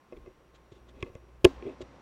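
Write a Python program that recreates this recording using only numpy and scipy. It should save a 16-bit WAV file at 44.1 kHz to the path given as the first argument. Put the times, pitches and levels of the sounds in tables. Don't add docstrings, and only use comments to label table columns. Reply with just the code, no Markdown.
import sys
import numpy as np
from scipy import signal
from scipy.fft import rfft, irfft
from scipy.io import wavfile
from scipy.ndimage import uniform_filter1d

SR = 44100
rng = np.random.default_rng(int(sys.argv[2]) if len(sys.argv) > 2 else 0)


def to_linear_factor(level_db):
    exponent = np.asarray(level_db, float) / 20
    return 10 ** exponent


def to_wav(sig):
    pcm = np.clip(np.atleast_2d(sig), -1, 1) * 32767
    pcm = np.round(pcm).astype(np.int16)
    wavfile.write(sys.argv[1], SR, pcm.T)


N = 88993

# f/Hz, relative density/dB
HISS_SPECTRUM = [(18, -34), (30, -14.5), (194, -5), (252, -8.5), (328, -7), (584, -11.5), (740, -11),
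                 (1100, -12), (2680, -23.5), (5740, -33.5), (16000, -43)]
# f/Hz, relative density/dB
LOUD_HISS_SPECTRUM = [(59, -23), (100, -4.5), (308, -7.5), (415, -13), (570, -7), (621, -14), (891, -11.5),
                      (5770, -35), (16000, -58)]
# f/Hz, level before the switch/dB, rms pitch waver/Hz
WHINE_TONES = [(1064, -76, 3.8), (5717, -87, 15)]
# t/s, level/dB
RUMBLE_LEVEL = [(0, -87), (.12, -61), (.17, -52), (.3, -63), (.34, -66.5), (.7, -71), (1.0, -57),
                (1.15, -53), (1.3, -77), (1.43, -50.5), (1.47, -46), (1.52, -49), (1.7, -77), (2.02, -76.5)]
# t/s, level/dB
HUM_LEVEL = [(0, -74.5), (.13, -72), (.18, -52.5), (.28, -57.5), (.34, -71), (.64, -61), (1.0, -55.5),
             (1.11, -89), (1.2, -54), (1.42, -57), (1.53, -51), (1.62, -48), (1.67, -57), (1.85, -55.5),
             (2.02, -64.5)]
# t/s, level/dB
RUB_LEVEL = [(0, -105), (.11, -69), (.16, -64.5), (.29, -60), (.33, -69), (.68, -67.5), (.75, -63),
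             (.97, -59.5), (1.01, -54), (1.08, -55), (1.13, -55.5), (1.2, -61), (1.43, -65), (1.46, -69.5),
             (1.53, -59.5), (1.6, -54.5), (1.7, -48.5), (1.76, -61), (1.85, -61), (2.02, -65.5)]
# centre t/s, length/s, level/dB
BRUSH_EVENTS = [(0.171, 0.016, -69), (0.554, 0.029, -65.5), (0.725, 0.018, -65.5), (0.757, 0.048, -70),
                (0.895, 0.034, -68), (1.02, 0.096, -69.5), (1.072, 0.049, -80), (1.69, 0.011, -73),
                (1.818, 0.024, -58)]
# f/Hz, relative level/dB
BRUSH_SPECTRUM = [(1500, -0.5), (2500, -0.5), (3500, 5), (5000, -7.5), (7500, -8), (10000, -35)]
# f/Hz, relative level/dB
ROOM_SPECTRUM = [(150, 0), (500, 0), (1500, -6.5), (3000, -8.5), (6000, -16), (8500, -24.5), (11000, -47)]
# f/Hz, level/dB, t60/s
DEEP_MODES = [(271.9, -11, 0.16), (369.4, 6, 0.049), (409.6, -4.5, 0.048)]
# f/Hz, level/dB, t60/s
HIGH_MODES = [(482, -1, 0.059), (529, 0.5, 0.045), (606, -13.5, 0.11), (896, -11.5, 0.031)]
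# f/Hz, level/dB, t60/s
SHELL_MODES = [(1104, 4.5, 0.035), (1730, -5.5, 0.035), (2080, 0, 0.042), (2540, 1.5, 0.027)]
# f/Hz, level/dB, t60/s
CLACK_MODES = [(1500, -31, 0.06), (2353, 5.5, 0.011), (2591, 1, 0.0072), (3260, 2, 0.0073)]
# f/Hz, level/dB, t60/s
SNAP_MODES = [(3980, -8, 0.0025), (5330, 2, 0.0063), (6530, -3, 0.0042), (7160, -0.5, 0.0027),
              (9400, -7, 0.0029), (13430, -23.5, .002)]
# f/Hz, level/dB, t60/s
LEVER_MODES = [(428, -0.5, .05), (672.5, -6, .04), (858, -12.5, 0.036), (1038, -17, 0.048),
               (1676, -10.5, 0.026), (2644, 5, 0.0077), (2880, 1.5, 0.012), (3110, 0, 0.0088)]
# f/Hz, level/dB, t60/s
THUMP_MODES = [(95, -6, 0.025), (156, -8.5, 0.0097)]
# t/s, shell/dB, clack/dB, snap/dB, top of the snap f/Hz
TICK_EVENTS = [(0.1239, -56, -65, -68, 6000), (0.131, -63, -58, -80, 6000), (0.1675, -65, -57, -85, 6200),
               (0.172, -73, -57, -85, 6000), (0.2605, -59.5, -71, -76, 6000), (0.273, -65, -63, -78, 6000),
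               (1.0264, -38, -30, -42.5, 8300), (1.063, -55, -64, -87, 6000),
               (1.1524, -55.5, -54, -58.5, 7150), (1.446, -32, -38, -24, 15200),
               (1.4498, -47.5, -34, -17, 13000), (1.4672, -51, -49.5, -66, 7000),
               (1.6241, -55, -47.5, -75, 5940), (1.665, -75, -51.5, -77, 6000),
               (1.695, -58, -53.5, -66, 7000), (1.8164, -56, -48, -51, 8200)]
# t/s, level/dB
FLIP_EVENTS = [(1.4453, -21.5), (1.4493, -7)]
# t/s, deep ring/dB, higher ring/dB, thump/dB
KNOCK_EVENTS = [(0.1238, -43, -37, -75), (.132, -46.5, -45.5, -56), (0.1645, -53, -63, -57),
                (0.1712, -45, -62, -62), (0.203, -74, -58, -71), (0.2598, -60, -46.5, -56),
                (.270, -46, -52.5, -60), (.2755, -47, -69, -38), (.403, -71, -54.5, -73),
                (.54, -87, -56.5, -45), (.719, -47.5, -64, -32), (0.764, -53, -85, -51),
                (1.0278, -30.5, -43, -17), (1.064, -64, -45.5, -42), (1.099, -50.5, -54, -34),
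                (1.1525, -86, -40.5, -25.5), (1.239, -54, -73, -38), (1.4415, -50, -36, -22.5),
                (1.4445, -10.5, -21, -48), (1.4501, -7.5, -15.5, -0.5), (1.4639, -32.5, -46, -20),
                (1.6245, -38, -58, -57), (1.633, -45, -52, -42), (1.653, -36.5, -47, -30.5),
                (1.666, -30.5, -40, -62), (1.673, -32, -41.5, -61), (1.681, -41.5, -58, -50),
                (1.691, -35, -42, -59), (1.806, -35.5, -37, -35), (1.811, -60, -40, -52),
                (1.817, -44, -60, -39.5), (1.827, -57, -49, -35)]

HISS_DB, LOUD_HISS_DB = -63.5, -56
SWITCH_S, WHINE_STEP_DB = 1.452, 6
RUMBLE_HZ = 32.8
MAINS_HZ, OCTAVE_DB, HUM_WAVER_DB = 60, -12, 2
RUB_SHELL_DB, RUB_FLICKER_DB = -14, 2.5
ROOM_DB, ROOM_SPLIT_HZ, ROOM_BUILD_S = -29, 1100, 0.0033
ROOM_T60_S, ROOM_TREBLE_T60_S = 0.93, 0.3
PUSH_S, THUMP_PUSH_S, HARD_PUSH_S = 0.00079, 0.0015, 0.000087
BODY_RISE_S, THUMP_RISE_S, SHELL_RISE_S = 0.0013, 0.0013, 0.00064
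RATTLE_DECAY_S = 0.0006
LOW_CUT_HZ, CEILING, TOP_HZ = 43.6, 0.95, 16200


def seconds():
    return np.arange(N) / SR


def unit(x):
    return x / np.sqrt(np.mean(x ** 2))


def curve(rows):
    t, db = np.array(rows).T
    return to_linear_factor(np.interp(seconds(), t, db))


def coloured(points):
    hz, db = np.array(points).T
    f = np.fft.rfftfreq(N, 1 / SR) + 1
    gain = to_linear_factor(np.interp(np.log(f), np.log(hz), db))
    return unit(irfft(rfft(rng.standard_normal(N)) * gain, N))


def walk(rate_hz):
    k = int(SR / rate_hz)
    steps = np.repeat(rng.standard_normal(N // k + 1), k)
    return unit(uniform_filter1d(steps, k)[:N])


def ring(x, modes, rise_s=1e-5):
    out = 0
    keep = np.exp(-1 / (rise_s * SR))
    for hz, db, t60_s in modes:
        turn = np.exp(2j * np.pi * hz / SR)
        decay = np.exp(-np.log(1000) / (t60_s * SR))
        fed = signal.lfilter([1 - keep], [1, -keep * turn], x)
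        out = out + to_linear_factor(db) * signal.lfilter([1], [1, -turn * decay], fed).imag
    return out


def strikes(rows, col, shapes):
    x = np.zeros(N + 2048)
    shapes = np.broadcast_to(shapes, (len(rows), shapes.shape[-1]))
    for row, shape in zip(rows, shapes):
        i = int(row[0] * SR)
        x[i:i + len(shape)] += to_linear_factor(row[col]) * shape
    return x[:N]


def push(length_s):
    force = np.sin(np.pi * np.clip(np.arange(512) / SR / length_s, 0, 1)) ** 2
    return force / force.sum()


def hiss():
    quiet = to_linear_factor(HISS_DB) * coloured(HISS_SPECTRUM)
    loud = to_linear_factor(LOUD_HISS_DB) * coloured(LOUD_HISS_SPECTRUM)
    return np.where(seconds() > SWITCH_S, loud, quiet)


def whines():
    after = seconds() > SWITCH_S
    out = 0
    for hz, db, waver_hz in WHINE_TONES:
        phase = 2 * np.pi * np.cumsum(hz + waver_hz * walk(30)) / SR
        tone = np.sqrt(2) * np.sin(phase) * to_linear_factor(1.8 * walk(12))
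        out = out + to_linear_factor(db + WHINE_STEP_DB * after) * tone
    return out


def rumble():
    spectrum = [(RUMBLE_HZ / 2, -15), (RUMBLE_HZ, 0), (RUMBLE_HZ * 2, -14), (300, -60)]
    return curve(RUMBLE_LEVEL) * coloured(spectrum)


def hum():
    phase = 2 * np.pi * MAINS_HZ * seconds()
    tone = np.sqrt(2) * (np.sin(phase) + to_linear_factor(OCTAVE_DB) * np.sin(2 * phase))
    return curve(HUM_LEVEL) * to_linear_factor(HUM_WAVER_DB * walk(25)) * tone


def brushes():
    t = seconds()
    touch = sum(to_linear_factor(db) * np.exp(-(2 * (t - at) / length) ** 2) for at, length, db in BRUSH_EVENTS)
    return touch * to_linear_factor(2.5 * walk(170)) * coloured(BRUSH_SPECTRUM)


def rubbing():
    drag = rng.standard_normal(N) * to_linear_factor(RUB_FLICKER_DB * walk(60))
    body = unit(ring(drag, DEEP_MODES) + ring(drag, HIGH_MODES))
    shell = unit(ring(drag, SHELL_MODES + CLACK_MODES))
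    return curve(RUB_LEVEL) * (body + to_linear_factor(RUB_SHELL_DB) * shell)


def room(x):
    t = seconds()
    noise = coloured(ROOM_SPECTRUM)
    dull = signal.lfilter(*signal.butter(1, ROOM_SPLIT_HZ, fs=SR), noise)
    tail = dull * to_linear_factor(-60 * t / ROOM_T60_S) + (noise - dull) * to_linear_factor(-60 * t / ROOM_TREBLE_T60_S)
    build = np.clip(t / ROOM_BUILD_S, 0, 1)
    return to_linear_factor(ROOM_DB) * signal.fftconvolve(x, tail * build)[:N]


def snaps():
    decay = np.exp(-np.arange(256) / SR / RATTLE_DECAY_S)
    rattles = []
    for row in TICK_EVENTS:
        burst = rng.standard_normal(256) * decay
        burst = signal.lfilter(*signal.butter(4, row[4], fs=SR), burst)
        rattles.append(burst / np.sqrt((burst ** 2).sum()))
    direct = ring(strikes(TICK_EVENTS, col=3, shapes=np.array(rattles)), SNAP_MODES)
    return direct + room(strikes(TICK_EVENTS, col=3, shapes=np.ones(1)))


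def ticks():
    hard = push(HARD_PUSH_S)
    shell = ring(strikes(TICK_EVENTS, col=1, shapes=hard), SHELL_MODES, SHELL_RISE_S)
    clack = ring(strikes(TICK_EVENTS, col=2, shapes=hard), CLACK_MODES, SHELL_RISE_S)
    return shell + clack + snaps()


def lever():
    return ring(strikes(FLIP_EVENTS, col=1, shapes=push(HARD_PUSH_S)), LEVER_MODES, SHELL_RISE_S)


def knocks():
    soft = push(PUSH_S)
    deep = ring(strikes(KNOCK_EVENTS, col=1, shapes=soft), DEEP_MODES, BODY_RISE_S)
    high = ring(strikes(KNOCK_EVENTS, col=2, shapes=soft), HIGH_MODES, BODY_RISE_S)
    thump = ring(strikes(KNOCK_EVENTS, col=3, shapes=push(THUMP_PUSH_S)), THUMP_MODES, THUMP_RISE_S)
    return -(deep + high + thump)


def scene():
    background = hiss() + whines() + rumble() + hum()
    handling = brushes() + rubbing() + ticks() + lever() + knocks()
    return (background + handling)[None]


def top_cut(x):
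    return signal.sosfilt(signal.butter(12, 16430, fs=SR, output="sos"), x)


def record(dry):
    thin = signal.lfilter(*signal.butter(1, LOW_CUT_HZ, "high", fs=SR), dry)
    rounded = CEILING * np.tanh(thin / CEILING)
    low_pass = signal.ellip(8, 0.2, 70, TOP_HZ, fs=SR, output="sos")
    return top_cut(signal.sosfilt(low_pass, rounded))


dry = scene()
out = record(dry)
to_wav(out)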